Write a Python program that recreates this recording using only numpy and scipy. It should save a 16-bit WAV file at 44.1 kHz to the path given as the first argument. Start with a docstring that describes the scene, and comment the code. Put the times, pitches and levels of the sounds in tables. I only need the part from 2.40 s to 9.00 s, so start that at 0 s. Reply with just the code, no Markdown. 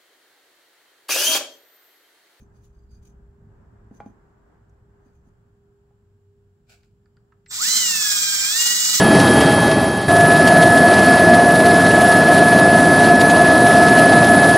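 """Cordless drill in a quiet workshop

Traffic rumble, tyre wash and drones rise and fall outside (coloured noise, sines) under a hum and hiss.
A batten knocks on a panel (pushed modes), small metal parts jingle (noise-fed resonators), a grip rubs.
A bit ticks into a screw (filtered cracks); the trigger clicks and the drill spins up, labours, recovers:
slot and gear tones follow the modelled motor speed over tooth rattle, a steady whine and bench shake."""
import sys
import numpy as np
from scipy import signal
from scipy.fft import rfft, irfft
from scipy.io import wavfile
from scipy.ndimage import uniform_filter1d

SR = 44100
rng = np.random.default_rng(int(sys.argv[2]) if len(sys.argv) > 2 else 0)


def to_wav(s):
    """Save 16-bit WAV."""
    ch = np.atleast_2d(s).T  # columns
    pcm = np.round(np.clip(ch, -1, 1) * 32767)  # PCM
    wavfile.write(sys.argv[1], SR, pcm.astype(np.int16))


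N = 291060  # samples, 6.6 s
T = np.arange(N) / SR
ROOM_T60_S = 0.28


def undb(db):
    """Level law: amplitude gain from dB."""
    return 10 ** (np.asarray(db) / 20)


def unit(x):
    """Normalisation: scale to an rms of 1."""
    return x / np.sqrt(np.mean(x ** 2))


def noise(channels=1):
    """White noise: equal power at all frequencies, independent in each channel."""
    return rng.standard_normal((channels, N))


def db_at(spectrum, hz):
    """Spectral envelope: dB interpolated along log frequency between (Hz, dB) points."""
    points, db = np.transpose(spectrum)
    return np.interp(np.log(hz), np.log(points), db)


def shape(x, db_of):
    """Zero-phase filtering: weight each Fourier component by a gain in dB."""
    hz = np.arange(1, N // 2 + 2) * SR / N
    return irfft(rfft(x) * undb(db_of(hz)), N)


def colour(x, spectrum):
    """Spectral shaping: filter by (Hz, dB) points, then set the rms to 1."""
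    return unit(shape(x, lambda hz: db_at(spectrum, hz)))


def walk(rate, channels=1):
    """Slow random modulation: levels held 1 / rate s and smoothed twice; spread near 1."""
    k = int(SR / rate)
    held = np.repeat(rng.standard_normal((channels, N // k + 1)), k, axis=1)
    smooth = uniform_filter1d(uniform_filter1d(held, k), k)
    return 1.3 * smooth[:, :N]


def curve(rows, silent_db=-130.):
    """Level automation: gain along (s, dB) rows, at silent_db outside them."""
    s, db = np.transpose(rows)
    return undb(np.interp(T, s, db, silent_db, silent_db))


def burst(s, db, held_s, rise_db_per_s, fall_db_per_s):
    """Exponential envelope: attack, hold and release as straight lines in dB."""
    before_s, after_s = np.maximum(s - T, 0), np.maximum(T - s - held_s, 0)
    return undb(db - rise_db_per_s * before_s - fall_db_per_s * after_s)


def pair(x, alike):
    """Interchannel correlation: left and right as sum and difference of a mid and a side signal."""
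    alike = np.clip(alike, 0, 1)
    mid = np.sqrt((1 + alike) / 2) * x[0]
    side = np.sqrt((1 - alike) / 2) * x[1]
    return mid + side * np.array([[1], [-1]])


def room(x, wet_db):
    """Diffuse reverberation: convolution with decaying noise, unrelated left and right."""
    t = T[:SR // 2]
    decay = np.exp(-np.log(1000) * t / ROOM_T60_S) * (t > .003)
    tail = rng.standard_normal((2, len(t))) * decay
    tail = tail / np.sqrt(np.sum(tail ** 2, axis=1, keepdims=True))
    return undb(wet_db) * signal.fftconvolve(x[None], tail, axes=1)[:, :N]


def strike(modes, push_ms):
    """Modal impact: a smooth push (Hann pulse) drives decaying modes of alternate sign; peak 1."""
    t = T[:SR // 4]
    ring = np.zeros(len(t))
    for k, (hz, db, t60) in enumerate(modes):
        ring += (-1) ** k * undb(db) * np.sin(2 * np.pi * hz * t) * np.exp(-np.log(1000) * t / t60)
    push = np.hanning(max(int(push_ms * SR / 1000), 1) + 2)
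    blow = np.convolve(ring, push)[:len(t)]
    return blow / np.abs(blow).max()


def add(out, x, s):
    """Superposition: mix x into out from s seconds on."""
    i = int(s * SR)
    out[..., i:i + x.shape[-1]] += x[..., :N - i]


# Hiss spectrum. Each row: frequency in Hz, relative density in dB per Hz.
HISS_SPECTRUM = [(1060, -32), (1800, -3), (3050, 0), (3720, -4), (5160, -4.5), (6410, -8), (7400, 3),
                 (8300, -7), (8750, -20), (9500, -9.5), (14000, -11), (15800, -8)]


def hiss():
    """Stationary noise: microphone hiss, unrelated left and right."""
    return undb(-83.0) * colour(noise(channels=2), HISS_SPECTRUM)


# Traffic levels. Each row: time in seconds, deep rumble in dB, rumble in dB, tyre wash in dB.
TRAFFIC_LEVELS = [(0, -57.5, -57.5, -65.5), (.6, -51.5, -55, -68.5), (1.6, -56.5, -54.5, -60.5),
                  (2.1, -61.5, -59, -63), (2.8, -61.5, -58.5, -67.5), (3.6, -67, -63, -74),
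                  (4.3, -67.5, -62, -77), (5, -64, -62, -73)]
# Spectra of the three layers. Each row: frequency in Hz, relative density in dB per Hz.
DEEP_SPECTRUM = [(15, -32), (30, -5.5), (50, -2.5), (70, 0), (90, -18.5), (200, -80), (800, -110)]
RUMBLE_SPECTRUM = [(40, -32), (70, -14), (100, 3.5), (140, -4.5), (230, -7.5), (270, -24.5), (350, -18),
                   (500, -26.5), (800, -42.5), (3000, -100)]
WASH_SPECTRUM = [(150, -24), (300, -3.5), (500, -11), (850, -9.5), (1200, -13.5), (1620, -14), (2270, -30),
                 (4000, -43.5), (8000, -41), (16000, -90)]


def traffic():
    """Band-shaped noise through the walls: rumble nearly alike in both ears, tyre wash diffuse."""
    s, *levels = np.transpose(TRAFFIC_LEVELS)
    spectra, likeness = (DEEP_SPECTRUM, RUMBLE_SPECTRUM, WASH_SPECTRUM), (.99, .96, .05)
    out = np.zeros((2, N))
    for db, spectrum, alike in zip(levels, spectra, likeness):
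        gain = undb(np.interp(T, s, db) + 1.17 * walk(12))
        out = out + gain * pair(colour(noise(channels=2), spectrum), alike)
    return out


# Low drones. Each row: mean frequency in Hz, start in seconds, end in seconds, mean crest level in dB.
DRONE_ROWS = [(57.4, 0.11, 1.1, -49.5), (104.6, 1.2, 1.62, -54), (93.6, 3.53, 4.25, -57),
              (56, 5.1, 7.4, -60)]


def drones():
    """Frequency-modulated sines: low tones swell and fade while pitch and level wander."""
    out = np.zeros((1, N))
    for hz, start, end, db in DRONE_ROWS:
        progress = np.clip((T - start) / (end - start), 0, 1)
        swell = np.sqrt(np.clip(np.sin(np.pi * progress), 0, 1))
        tone = np.sin(2 * np.pi * hz * np.cumsum(1 + .02 * walk(5)[0]) / SR)
        out = out + swell * undb(db + 1.8 * walk(10)) * tone
    return out


HUM_HZ, HUM_DB = 402.6, -66.5  # mean pitch; mean rms level of the two channels


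def machine_hum():
    """Near-periodic source: one sine with slight drift, 2.4 dB stronger on the right."""
    hum = np.sin(2 * np.pi * HUM_HZ * np.cumsum(1 + 0.00203 * walk(3.98)[0]) / SR)
    pan_db = np.array([[-1.2], [1.2]])
    return np.sqrt(2) * undb(HUM_DB + 2.0 * walk(5.93) + pan_db) * hum


# Batten on panel. Each row: time in seconds, peak of the modal blow in dB, contact in ms,
# extra level of the panel modes below 400 Hz in dB.
BATTEN_KNOCKS = [(.017, -47, 4.3, -9), (1.22, -54, 3.8, 7), (1.322, -50, 3.8, 1), (1.509, -38, 2, 1),
                 (1.602, -30.5, 0.24, -11), (1.659, -33.5, 1.3, 5), (2.657, -49, 2.7, 6),
                 (2.866, -51.5, 3.1, 1), (3.507, -59.5, 0.68, -13)]
# Panel modes. Each row: frequency in Hz, relative level in dB, decay time T60 in seconds.
PANEL_MODES = [(209.3, -0.5, 0.086), (277, 0.5, 0.04), (481, 0, 0.015), (681, -5, 0.043),
               (816, -2.5, 0.068), (1110, -4, 0.015), (1450, -8.5, 0.028), (2000, -8.5, 0.01),
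               (2360, -18, 0.038)]


def knocks():
    """Contact-time filtering: wood on wood, duller the longer the contact; flat blows boom the panel."""
    out, t = np.zeros(N), T[:SR // 4]
    clack_band = signal.butter(2, [450, 2300], "bandpass", fs=SR, output="sos")
    for s, db, push_ms, boom_db in BATTEN_KNOCKS:
        modes = [(hz, g + boom_db * (hz < 400), t60) for hz, g, t60 in PANEL_MODES]
        # the many small modes of the batten blur into a short clack
        grains = rng.standard_normal(len(t)) * np.exp(-t / 0.0074)
        clack = signal.sosfilt(clack_band, grains) * 0.37 / (1 + 2.5 * push_ms)
        add(out, undb(db) * (strike(modes, push_ms) + clack), s)
    return out + room(out, -6)


# Bursts of jingling. Each row: start of hold in seconds, relative drive in dB, hold in seconds,
# level of the part between 4000 and 5500 Hz in dB against an even balance at -6.
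JINGLE_BURSTS = [(0, -65, 0.011, -14), (.165, -72, .02, -6), (.245, -67, 0.018, -19), (.35, -82, 0.083, 3),
                 (.52, -72, 0.011, 4), (.55, -80.5, 0.033, 4), (0.654, -61, 0.0086, -13),
                 (1.546, -72, .03, -6), (1.6, -74, 0.0018, -2), (1.674, -74, .005, -6),
                 (2.664, -76, .005, -3), (2.745, -80, .01, -15), (2.87, -80, 0.0092, -10)]
# Ringing modes of the parts. Each row: frequency in Hz, bandwidth in Hz, relative level in dB.
METAL_PARTS = [(2440, 60, -10), (4770, 54, -5.5), (6240, 130, -2), (6830, 110, -11), (9250, 60, -12),
               (10100, 200, -19), (11600, 60, -32)]
JINGLE_RISE_DB_PER_S, JINGLE_FALL_DB_PER_S = 500, 357


def jingle():
    """Resonator excitation: dense tiny collisions keep narrow modes ringing over a dry rustle."""
    bursts = np.array([burst(s, db, held_s, JINGLE_RISE_DB_PER_S, JINGLE_FALL_DB_PER_S)
                       for s, db, held_s, _ in JINGLE_BURSTS])
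    shaking = bursts.sum(axis=0)
    low_db = np.array(JINGLE_BURSTS)[bursts.argmax(axis=0), -1]  # from the loudest burst of the moment
    shaken = shaking * noise(channels=2) * undb(2.6 * walk(140))
    rustle = colour(noise(channels=2), [(1500, -34), (3000, -5), (6500, -6.0), (8700, -8),
                                        (10000, -20), (15800, -11)])
    out = undb(-5.5) * rustle * np.abs(shaken)
    for hz, width, db in METAL_PARTS:
        b, a = signal.iirpeak(hz, hz / width, SR)
        share_db = (low_db + 6) * (4000 < hz < 5500)
        gain = undb(db + share_db + 18.5 + 3.3 * walk(29.83))  # each part flickers on its own
        out = out + gain * signal.lfilter(b, a, shaken)
    return out


# Rubbing hand. Each row: start of hold in seconds, level in dB, hold in seconds.
HAND_RUBS = [(4.27, -78, .02), (4.297, -55, .025), (4.435, -74, .005)]
# Spectrum of the rub. Each row: frequency in Hz, relative density in dB per Hz.
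RUB_SPECTRUM = [(400, -5), (750, 12), (1050, -10), (1500, 12), (1910, -5), (2340, 11.5), (3300, 1),
                (4700, 5.5), (6200, -2), (7400, 4.5), (9000, -8), (15800, -11)]
RUB_RISE_DB_PER_S, RUB_FALL_DB_PER_S = 1800, 212


def rub():
    """Friction noise: a grainy scrape as the grip shifts."""
    grains = noise(channels=2) * undb(1.8 * walk(300))
    scrape = pair(colour(grains, RUB_SPECTRUM), 0.21)
    return sum(burst(*row, RUB_RISE_DB_PER_S, RUB_FALL_DB_PER_S) for row in HAND_RUBS) * scrape


# Bit and trigger ticks. Each row: time in seconds, peak of the crack in dB, centre in Hz,
# steel ring against the crack in dB, left minus right in dB.
BIT_TICKS = [(2.295, -68, 6500, -20, 4), (4.433, -62, 2170, 2, 4), (4.658, -59, 1370, -3, -1.5),
             (4.769, -56.5, 1510, -1, 1), (4.921, -50.5, 1240, -37, -5), (5.06, -51.5, 4450, -24, -6),
             (5.062, -47, 2000, -21, 5)]
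# Steel modes. Each row: frequency in Hz, relative level in dB, decay time T60 in seconds.
STEEL_MODES = [(4700, 0, 0.012), (2300, -11, 0.012), (7500, -11, 0.01)]


def ticks():
    """Transient resonance: a short broad crack around each centre and a little ring of steel."""
    out, t = np.zeros((2, N)), T[:SR // 4]
    for s, db, centre_hz, ring_db, pan_db in BIT_TICKS:
        b, a = signal.iirpeak(centre_hz, 2.3, SR)
        grains = rng.standard_normal(len(t)) * np.exp(-t / 0.0057)
        crack = signal.lfilter(b, a, signal.lfilter(b, a, grains))
        tick = crack / np.abs(crack).max() + undb(ring_db) * strike(STEEL_MODES, .05)
        add(out, undb(db + np.array([[pan_db], [-pan_db]]) / 2) * tick, s)
    return out + room(out.mean(axis=0), -9)


# motor speed as rotor slot rate: a ramp rounded off at free speed, a sag as the screw bites, a recovery
SLOTS = 5  # per shaft turn
START_S, RAMP_HZ_PER_S, KNEE_HZ, FREE_HZ = 5.102, 5900, 105, 1030
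BITE_S, BITE_SOFT_S, SAG_HZ, SAG_S = 5.4025, .0105, 253.1, .1947
EASE_S, EASE_WIDTH_S, DRAG_HZ, CREEP_HZ_PER_S = 6.1315, .0291, 76.3, 44.4


def soft(x, width):
    """Soft threshold: zero below 0 and x above, rounded over the width."""
    return width * np.logaddexp(0, x / width)


def motor():
    """Torque-speed balance: slot rate in Hz, share of the load (0-1), how far it has eased (0-1)."""
    eased = (1 + np.tanh((T - EASE_S) / EASE_WIDTH_S / 2)) / 2
    load = (1 - np.exp(-soft(T - BITE_S, BITE_SOFT_S) / SAG_S)) * (1 - eased)
    drag_hz = DRAG_HZ - CREEP_HZ_PER_S * (T - EASE_S)
    top_hz = FREE_HZ - SAG_HZ * load - eased * drag_hz
    ramp_hz = RAMP_HZ_PER_S * np.maximum(T - START_S, 0)
    return top_hz - soft(top_hz - ramp_hz, KNEE_HZ), load, eased


def bench_shake(sing, turns):
    """Rotor unbalance: a sine at the shaft rate and low noise shake the bench unevenly."""
    bench = colour(noise()[0], [(60, -15.5), (110, -21), (170, -16.5), (215, -5.0), (260, -21),
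                                (400, -17), (1500, -61)])
    unbalance = undb(-32.5 + 3.8 * walk(13)[0]) * np.sin(2 * np.pi * turns)
    return sing * (unbalance + undb(-32.0 + 1.8 * walk(11)[0]) * bench)


# Whine level. Each row: time in seconds, relative level in dB.
WHINE_LEVELS = [(5.07, -73), (5.085, -48), (5.1, -41), (5.13, -35), (5.2, -47), (5.3, -65.5), (6.6, -63)]
WHINE_HZ = 7620


def switch_whine():
    """Harmonic tone: the speed switch whines at a fixed pitch with a weak octave."""
    octave = 0.17 * np.sin(4 * np.pi * WHINE_HZ * T)
    return curve(WHINE_LEVELS) * (np.sin(2 * np.pi * WHINE_HZ * T) + octave)


# Spectrum of the drill noise: dark below about 3 kHz, brighter above, with a peak near 7.4 kHz.
# Each row: frequency in Hz, relative density in dB per Hz.
DRILL_COLOUR = [(300, -38), (900, -20), (1400, -12.5), (2300, -13.5), (3100, -14.5), (3400, -6.5),
                (4300, -5.5), (5500, -3), (6800, -5), (7400, 3), (7900, -3), (9500, -14.5), (12000, -18),
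                (15800, -9)]


def gear_rattle(loud, turns):
    """Cyclic impact noise: teeth strike unevenly, partly repeating on every shaft turn."""
    pattern = np.diff(rng.standard_normal(257))[(turns % 1 * 256).astype(int)]
    teeth = noise()[0] * undb(2.2 * walk(1500)[0]) + .35 * pattern
    throb = 1 + 0.24 * np.sin(2 * np.pi * turns * .11) + 0.058 * np.sin(2 * np.pi * turns * 0.68)
    return loud * throb * undb(1.2 * walk(45)[0]) * colour(teeth, DRILL_COLOUR)


# Turns of phase by which nearby surfaces shift the 2nd to 6th slot tone on the left.
MAIN_PHASE_LEAD = [0.4, 0.67, 0.82, 0.095, 0.086]
# Further tones: multiples of the slot rate, and their relative levels in dB against the drill colour, before
# all are raised by 4 dB.
FURTHER_SLOT_ORDERS = [1, 7, 8, 9, 10, 11, 13, 14]
FURTHER_SLOT_DB = [-22, -10, -13, -15, -14, -15, -15, -17]
# Gear mesh: multiples of the shaft rate, and their relative levels in dB against the drill colour, before all
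# are raised by 4 dB.
GEAR_ORDERS = [20.5, 22.5, 26, 27.3, 32, 33.75, 36, 37, 46]
GEAR_DB = [-11, -12, -16, -15, -15, -14, -16, -17, -19]


def singing(shaft_hz, turns, main_db):
    """Order tones: sines locked to the shaft, each wavering on its own in each channel."""
    waver = .6 * walk(14, channels=2) + .9 * walk(70, channels=2)
    size = len(turns)

    def tone(order, waver_db, left_lead):
        """Phase locking: a sine at a multiple of the shaft rate, with its own stretch of waver."""
        start = rng.integers(N - size)
        phase = order * turns + rng.random() + np.array([[left_lead], [0]])
        return undb(waver_db * waver[:, start:start + size]) * np.sin(2 * np.pi * phase)

    out = np.zeros((2, size))
    for k, (db, lead) in enumerate(zip(main_db, MAIN_PHASE_LEAD), start=2):
        out = out + undb(db + 2.0) * tone(SLOTS * k, 3.5, lead)
    orders = [SLOTS * k for k in FURTHER_SLOT_ORDERS] + GEAR_ORDERS
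    for order, db in zip(orders, FURTHER_SLOT_DB + GEAR_DB):
        colour_db = db_at(DRILL_COLOUR, order * shaft_hz)
        out = out + undb(db + 4.0 + colour_db) * tone(order, 3.0, 0)
    return out


# 2nd to 6th slot tone. Each row: relative level at top speed in dB, under load in dB, once eased in dB,
# slot rate from which it sings fully in Hz.
MAIN_SLOT_TONES = [(-14, -12, -14, 520), (-12, -10, -9, 930), (-11.5, -12, -17, 900), (-14, -15, -12, 900),
                   (-10, -11, -16, 930)]
# Direction of the drill. Each row: frequency in Hz, left minus right in dB.
SIDE_SHADE = [(200, 0), (380, -9), (700, 2), (1290, -6), (2380, 0.5), (4400, -5), (8120, -1.5), (15000, 1)]
# gear and fan noise: engaging at the start, then growing with speed
ENGAGE_S, ENGAGE_DB_PER_S, SLOW_DB, FULL_DB, SPEED_POWER = 5.111, 1400, -33, -21.5, 1.2
SPIN_UP_DB_PER_OCTAVE = 40  # how fast a tone emerges while the motor spins up
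TONES_BREAK_DB = 2.2  # spread of the random level of each main tone


def drill():
    """Rotating machinery: slots and gears sing over rattle; heard right of the microphones."""
    slot_hz, load, eased = motor()
    slot_hz = np.maximum(slot_hz, 20)
    shaft_hz = slot_hz / SLOTS
    turns = np.cumsum(shaft_hz * (1 + .0008 * walk(40)[0])) / SR
    on = T > WHINE_LEVELS[0][0]

    growth = np.hypot(undb(SLOW_DB), undb(FULL_DB) * (slot_hz / FREE_HZ) ** SPEED_POWER)
    loud = burst(ENGAGE_S, 0, N, ENGAGE_DB_PER_S, 0) * growth
    sing = loud * (shaft_hz / 190) ** 0.23  # tones rise out of the rattle with speed

    reached_hz = np.maximum.accumulate(slot_hz)
    tone_db = []
    for top, loaded, free, from_hz in MAIN_SLOT_TONES:
        level_db = top + (loaded - top) * load + (free - top) * eased
        emerging_db = SPIN_UP_DB_PER_OCTAVE * np.log2(np.minimum(reached_hz / from_hz, 1))
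        tone_db.append(level_db + TONES_BREAK_DB * walk(18)[0] + emerging_db)
    tones = np.zeros((2, N))
    tones[:, on] = singing(shaft_hz[on], turns[on], [db[on] for db in tone_db])

    rattle = gear_rattle(loud, turns)
    direct = undb(-2.0) * (rattle + switch_whine()) + sing * tones
    heard = np.array([np.roll(direct[0], 7), direct[1]])  # left hears it 7 samples late
    heard = heard + room(rattle, 0.75)
    shaded = shape(heard, lambda hz: db_at(SIDE_SHADE, hz) * np.array([[.5], [-.5]]))
    return on * shaded + bench_shake(sing, turns)


def scene():
    """Superposition: background, handling sounds and drill add linearly."""
    background = hiss() + traffic() + drones() + machine_hum()
    handling = knocks() + jingle() + rub() + ticks()
    return background + handling + drill()


TOP_HZ = 15760


def record(dry):
    """Band limiting: a steep elliptic low-pass in the recorder cuts the top."""
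    return signal.sosfilt(signal.ellip(14, .3, 80, TOP_HZ, fs=SR, output="sos"), dry)


dry = scene()
out = record(dry)
to_wav(out)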